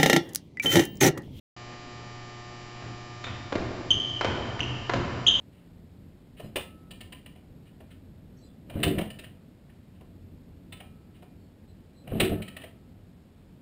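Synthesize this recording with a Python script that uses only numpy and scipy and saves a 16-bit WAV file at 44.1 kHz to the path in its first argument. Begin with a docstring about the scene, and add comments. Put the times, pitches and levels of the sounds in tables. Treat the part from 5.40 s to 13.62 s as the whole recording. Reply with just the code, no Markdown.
"""Steel clanks and dull puffs, close by on a driveway: a two-stroke dirt bike is eased over compression,
then kicked twice without firing. The starter lever clacks on its stop and ratchets back; the piston
pumps air through pipe and airbox. A house wall answers, and a small bird chirps over far traffic.
The microphone is a camera's, whose coarse sample rate adds a glassy treble."""
import sys
import numpy as np
from scipy import signal
from scipy.fft import rfft, irfft, next_fast_len
from scipy.io import wavfile
from scipy.ndimage import uniform_filter1d

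SR = 44100
rng = np.random.default_rng(int(sys.argv[2]) if len(sys.argv) > 2 else 0)


def to_wav(sig):
    """Store sig (one row per channel, or 1-D mono) as 16-bit WAV at the path in sys.argv[1].

    Samples outside -1..1 are clipped; the rate is SR.
    """
    pcm = np.clip(np.atleast_2d(sig), -1, 1) * 32767
    pcm = np.round(pcm).astype(np.int16)
    wavfile.write(sys.argv[1], SR, pcm.T)  # frames by channels


N = 362295
T = np.arange(N) / SR

# starter strokes: (pawl bites [s], strength [dB], time until the crank stops [s], one crank turn [s])
STROKES = [(0.988, -13.5, 0.12, 0.15), (3.305, -1.5, 0.36, 0.11), (6.669, -1, 0.35, 0.1)]
# the lever hits its stop: (time [s], level [dB], frame thud re level [dB], return spring gain [dB])
CLANKS = [(1.157, -30.5, 0, -59), (3.43, -24.5, -9, -63), (5.322, -46, -11, -66), (6.799, -22.5, -7.5, -56)]
# spectrum of chattering steel: (frequency [Hz], relative level [dB])
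STEEL_SPECTRUM = [(300, -10.5), (900, -16.5), (1050, -12.5), (1300, 0), (1490, -6.5), (1750, 2.5),
                  (2300, 1.5), (2950, 6.5), (3500, -4.5), (4030, -2.5), (4280, -12.5), (4850, -12),
                  (5300, -22), (7000, -23.5)]
# spectrum of air pumped through the engine: (frequency [Hz], relative level [dB])
AIR_SPECTRUM = [(25, -31), (55, 0), (88, -7), (130, 4), (180, 2.5), (260, 1), (420, -10.5), (520, -6),
                (680, -12), (900, -25.5), (1500, -25.5), (4000, -71.5)]


def kickstarter():
    """Hard clanks that bounce once on the stop, thin ratchet clicks, and dull knocks under the boot."""
    # the ratchet slips a tooth as the lever comes back up:
    # (time [s], level [dB], brightness [dB], clink [Hz], relative gear ring [dB])
    ratchet_clicks = [(1.507, -47.5, 8.5, 2900, -13), (1.606, -46, 7.5, 3220, -10),
                      (1.722, -46.5, 2, 2880, -31), (1.859, -51.5, 2, 2830, -18), (3.701, -47, 6, 2956, -7),
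                      (3.787, -47.5, 6.5, 2650, -6.5), (3.838, -49.5, -1, 2810, -20),
                      (4.294, -66, -7, 1860, -8), (7.019, -43.5, 3.5, 3080, -18),
                      (7.078, -47, 4.5, 1910, -12), (7.164, -44, 1, 1890, -10), (7.216, -52, -5, 3200, -25)]
    # the lever knocks under the boot: (time [s], level [dB], frame thud re level [dB])
    boot_knocks = [(0.996, -53, 10), (1.956, -63.5, 3.5), (2.402, -62, 9), (3.297, -51, 4), (3.582, -36, 3),
                   (3.61, -44, 3.5), (4.607, -67, 11.5), (5.401, -51, -0.5), (5.822, -61.5, 8),
                   (6.673, -53.5, 5), (7.235, -49, 2.5)]
    stop_hz, lever_hz = 3550, 2826
    rebound_s, rebound_db = 0.048, -20
    out = np.zeros(N)
    for s, db, thud_db, _ in CLANKS:
        for late_s, drop_db in ((0, 0), (rebound_s, rebound_db)):
            clank = steel_blow(db + drop_db, thud_db, bright_db=3.5, clink_hz=stop_hz, clink_db=-5.5,
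                               case_db=-14.5, gear_db=-16.5, rise_s=0.003, length_s=0.016)
            add(out, s + late_s, clank)
    for s, db, bright_db, clink_hz, gear_db in ratchet_clicks:
        add(out, s, steel_blow(db, thud_db=-9.5, bright_db=bright_db, clink_hz=clink_hz, clink_db=-4,
                               case_db=-10, gear_db=gear_db, rise_s=0.0049, length_s=0.013))
    for s, db, thud_db in boot_knocks:
        add(out, s, steel_blow(db, thud_db, bright_db=-2, clink_hz=lever_hz, clink_db=-6.5,
                               case_db=-7, gear_db=-19, rise_s=0.006, length_s=0.011))
    return out


def steel_blow(db, thud_db, bright_db, clink_hz, clink_db, case_db, gear_db, rise_s, length_s):
    """One blow chatters through the loose steel parts for some milliseconds and leaves them ringing."""
    # thud of the frame: (frequency [Hz], relative level [dB])
    thud_spectrum = [(50, -14), (150, -27), (400, -2), (660, 1), (760, 0.5), (840, -12), (1000, -10.5),
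                     (2000, -31.5)]
    # ring of engine case and lever: (frequency [Hz], relative level [dB], t60 [s])
    case_modes = [(616, 20, 0.16), (1014, 9, 0.18), (1480, -13, 0.11), (2320, -3.5, 0.27), (2414, 13, 0.38),
                  (2790, -20, 0.41), (2650, -2, 0.24), (2888, -20, 0.62), (2990, -5, 0.38),
                  (3100, -19, .22), (4030, -14, 0.172), (3950, -12, 0.18)]
    # ring of the gear: (frequency [Hz], relative level [dB], t60 [s])
    gear_modes = [(1775, -22, 0.81), (1800, -4, 0.12)]
    t = T[:SR // 3]
    spectrum = []
    for hz, level in STEEL_SPECTRUM:
        tilt_db = bright_db * np.clip(np.log2(hz / 2500), -0.5, 1)  # harder contact lifts the treble
        spot_db = 1.5 * rng.standard_normal()  # each spot struck has its own colour
        spectrum.append((hz, level + tilt_db + spot_db))
    clack = unit_attack(noise(spectrum, len(t)) * burst(t, rise_s, length_s))
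    clink = unit_attack(np.sin(2 * np.pi * clink_hz * t) * burst(t, rise_s=0.003, length_s=0.011))
    thud = unit_attack(noise(thud_spectrum, len(t)) * burst(t, rise_s=0.0029, length_s=0.019))
    case = unit_attack(ring(case_modes, t, scatter_db=9, detune=0.0074))
    gear = unit_attack(ring(gear_modes, t, scatter_db=2, detune=0.001))
    ringing = undb(clink_db) * clink + undb(case_db) * case + undb(gear_db) * gear
    pressed_from_db = -60.5  # above this level the boot presses on the lever and damps its ring
    damping_db = -0.19 * max(db - pressed_from_db, 0)
    return undb(db) * (clack + undb(thud_db) * thud + undb(damping_db) * ringing)


def piston():
    """On each turn of the crank the piston uncovers its ports: the faster, the louder and more barking."""
    # puffs within one turn, at full speed: (position [share of the turn], boom [dB], bark [dB])
    ports = [(0, -28, -24), (0.12, -29, -27.5), (0.369, -34, -27), (0.799, -33, -31.5)]
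    first_puff_s, max_turns = 0.049, 4
    boom_power, bark_power = 0.33, 2.36  # amplitude as a power of crank speed
    out = np.zeros(N)
    for s, db, length_s, turn_s in STROKES:
        for turn in range(max_turns):
            for share, boom_db, bark_db in ports:
                after_s = first_puff_s + (turn + share) * turn_s
                if after_s < length_s:
                    speed_db = 20 * np.log10(crank_speed(after_s, length_s))
                    add(out, s + after_s, puff(boom_db + db + boom_power * speed_db,
                                               bark_db + bark_power * (db + speed_db)))
    return out


def puff(boom_db, bark_db):
    """A slug of air booms in the pipe and barks in the airbox; the resonances shift from puff to puff."""
    # boom of the exhaust pipe: (frequency [Hz], relative level [dB], t60 [s])
    pipe_modes = [(53.2, -18.5, 0.12), (94.3, 4, 0.086), (169.3, -4.5, 0.25), (209.1, -3, 0.31),
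                  (254.8, -9, 0.14)]
    # bark of the airbox: (frequency [Hz], relative level [dB], t60 [s])
    airbox_modes = [(302.4, 2.5, 0.16), (347, -3, 0.23), (380.2, 0.5, 0.2), (451, -2, 0.24),
                    (574, -5.5, 0.072), (665.3, -2.5, 0.095), (850, -29.5, 0.43)]
    t = T[:SR // 2]
    onset = 1 - np.exp(-t / 0.00094)
    boom = unit_attack(onset * ring(pipe_modes, t, scatter_db=2.5, detune=0.06))
    bark = unit_attack(onset * ring(airbox_modes, t, scatter_db=4.0, detune=0.0287))
    gust = unit_attack(noise(AIR_SPECTRUM, len(t)) * burst(t, rise_s=0.0015, length_s=0.015))
    return undb(boom_db) * (boom + undb(-5.06) * gust) + undb(bark_db) * bark


def crank_speed(t, length_s):
    """One arch of speed, 0-1, t seconds after the bite: the boot drives it up, compression brings it down."""
    share = np.clip(t / length_s, 0, 1)
    return 4 * share * (1 - share)


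def cranking():
    """While the crank spins, air churns and the primary gears rattle; the bike rocks with a low shudder."""
    lead_s = 0.061  # the bike takes the rider's weight just before the pawl bites
    spin, rock = np.zeros(N), np.zeros(N)
    for s, db, length_s, _ in STROKES:
        spin += undb(db) * crank_speed(T - s, length_s)
        rock += undb(db) * burst(np.maximum(T - s + lead_s, 0), rise_s=0.078, length_s=0.53)
    grit = rng.standard_normal(N) * undb(2.9 * wander(400))
    rattle = (undb(-52) * spin + undb(-66) * rock) * colour(grit, STEEL_SPECTRUM)
    churn = (undb(-39) * spin + undb(-42) * rock) * noise(AIR_SPECTRUM)
    return churn + rattle


def return_spring():
    """The coiled return spring holds a thin note after each clank."""
    # ring of the coil: (frequency [Hz], relative level [dB], t60 [s])
    coil_modes = [(1300, 4, 1.5), (1046, -13, 1.4)]
    out = np.zeros(N)
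    for s, _, _, db in CLANKS:
        add(out, s, undb(db) * ring(coil_modes, T[:SR], scatter_db=1.5, detune=0))
    return out


def boot_scuffs():
    """The sole drags over the lever with a fine gritty chatter."""
    # drags of the sole: (time [s], length [s], level [dB])
    drags = [(0.12, 0.14, -70.5), (0.966, 0.046, -55.5), (2.252, 0.045, -62), (2.503, 0.027, -53),
             (4.545, 0.025, -66), (5.744, 0.036, -60.5)]
    out, t = np.zeros(N), T[:SR // 3]
    for s, length_s, db in drags:
        add(out, s, undb(db) * noise(STEEL_SPECTRUM, len(t)) * burst(t, rise_s=0.008, length_s=length_s))
    return out


def bird():
    """A small bird, well off the microphone, whistles thin glides with a slight quaver."""
    # notes: (time [s], length [s], start pitch [Hz], end pitch [Hz], level [dB])
    chirps = [(1.027, 0.028, 4100, 4050, -64), (1.036, 0.021, 5000, 4880, -66),
              (2.969, 0.016, 5600, 5750, -65), (2.98, 0.024, 4130, 4750, -67),
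              (3.017, 0.033, 3890, 4170, -64), (3.046, 0.015, 4720, 4800, -66),
              (3.07, .03, 3600, 3440, -70), (5.966, 0.108, 4520, 4330, -78), (6.278, 0.03, 4100, 3940, -70),
              (6.531, 0.097, 4180, 3960, -68.5)]
    out, quaver = np.zeros(N), wander(300)
    for s, length_s, start_hz, end_hz, db in chirps:
        size, start = int(length_s * SR), int(s * SR)
        hz = np.linspace(start_hz, end_hz, size) * (1 + 0.024 * quaver[start:start + size])
        whistle = np.sin(2 * np.pi * np.cumsum(hz) / SR)
        add(out, s, undb(db) * np.hanning(size) ** 0.5 * whistle)
    return out


def far_traffic():
    """Far traffic rumbles and drones under a smooth hiss."""
    # traffic as it reaches the driveway: (frequency [Hz], relative level [dB])
    traffic_spectrum = [(12, -30), (20, -15.5), (41, -3), (60, -4.5), (91, 2), (119, -4), (150, -1.5),
                        (259, -4.5), (313, -9.5), (353, -12.5), (686, -24), (754, -26.5), (1130, -33.5),
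                        (4060, -39), (5800, -44.5), (7540, -106), (12800, -120)]
    # slow swell of rumble and drone: (time [s], level [dB])
    swell_curve = [(0, -49.5), (2.3, -48), (4.4, -50), (5.1, -46.5), (5.7, -49.5), (8.2, -51)]
    drone_hz = 91
    wash = noise(traffic_spectrum)
    rumble = signal.sosfiltfilt(signal.butter(2, 600, fs=SR, output="sos"), wash)
    hiss = wash - rumble
    swell = undb(np.interp(T, *np.transpose(swell_curve)) + 0.8 * wander(9))
    phase = 2 * np.pi * np.cumsum(drone_hz * (1 + 0.02261 * wander(5.7))) / SR
    drone = undb(-12.5 + 3 * wander(6)) * np.sin(phase)
    octave = undb(-13.5 + 3 * wander(6)) * np.sin(2 * phase)
    return swell * (undb(-2) * rumble + drone + octave) + undb(-48) * hiss


def driveway(x, wet_db, t60_s, gap_s):
    """House wall, slab and tree scatter a short dense tail back to the microphone."""
    t = T[:SR // 2]
    build_up = 1 - np.exp(-(t / gap_s) ** 2)
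    tail = rng.standard_normal(len(t)) * np.exp(-np.log(1000) * t / t60_s) * build_up
    return x + undb(wet_db) * signal.fftconvolve(x, tail / np.linalg.norm(tail))[:N]


def undb(db):
    """Decibels to gain."""
    return 10 ** (np.asarray(db) / 20)


def unit(x):
    """Scale to rms 1."""
    return x / np.sqrt(np.mean(x ** 2))


def unit_attack(x):
    """Scale a blow to rms 1 over its first 18 ms."""
    return x / np.sqrt(np.mean(x[:int(0.018 * SR)] ** 2))


def add(out, s, x):
    """Mix x into out from s seconds on."""
    start = max(int(s * SR), 0)
    out[start:start + len(x)] += x[:len(out) - start]


def colour(x, spectrum):
    """Filter x by a curve of (frequency [Hz], level [dB]) points and scale it to rms 1."""
    hz, db = np.transpose(spectrum)
    size = next_fast_len(len(x))
    bin_hz = np.maximum(np.fft.rfftfreq(size, 1 / SR), 1)
    gain = undb(np.interp(np.log(bin_hz), np.log(hz), db))
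    return unit(irfft(rfft(x, size) * gain, size)[:len(x)])


def noise(spectrum, size=N):
    """Noise with the given spectrum, at rms 1."""
    return colour(rng.standard_normal(size), spectrum)


def wander(rate_hz):
    """Random drift at rms 1 that heads for a new value rate_hz times a second."""
    hold = int(SR / rate_hz)
    steps = np.repeat(rng.standard_normal(N // hold + 1), hold)
    return unit(uniform_filter1d(steps, hold)[:N])


def ring(modes, t, scatter_db, detune):
    """A sum of decaying modes; every blow meets them with a different tuning, sign and level."""
    hz, db, t60 = np.transpose(modes)[:, :, None]
    tuning, sign, strength = rng.standard_normal((3, len(modes), 1))
    swing = np.sin(2 * np.pi * hz * (1 + detune * tuning) * t + np.pi * (sign > 0))
    decay = np.exp(-np.log(1000) * t / t60)
    return (undb(db + scatter_db * strength) * swing * decay).sum(axis=0)


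def burst(t, rise_s, length_s):
    """A quick swell that holds briefly and collapses."""
    return (1 - np.exp(-t / rise_s)) * np.exp(-(t / length_s) ** 2)


def scene():
    """From one spot on the driveway, in mono: the bike near, the bird farther off, traffic behind."""
    lever = driveway(kickstarter() + boot_scuffs(), wet_db=-5.5, t60_s=0.29, gap_s=0.012)
    spring = return_spring()
    engine = driveway(piston() + cranking(), wet_db=-10.0, t60_s=0.26, gap_s=0.0048)
    song = driveway(bird(), wet_db=3.5, t60_s=0.17, gap_s=0.01)
    return (lever + spring + engine + song + far_traffic())[None]


def record(dry):
    """The camera holds each coarse sample for four ticks, which mirrors the sound into the treble."""
    coarse_hz, ticks, cutoff_hz = 12000, 4, 15500
    coarse = signal.resample_poly(dry, coarse_hz, SR, axis=1)
    stairs = np.repeat(coarse, ticks, axis=1)
    held = signal.resample_poly(stairs, SR, ticks * coarse_hz, axis=1)[:, :N]
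    return signal.sosfilt(signal.ellip(8, 0.2, 70, cutoff_hz, fs=SR, output="sos"), held)


dry = scene()
out = record(dry)
to_wav(out)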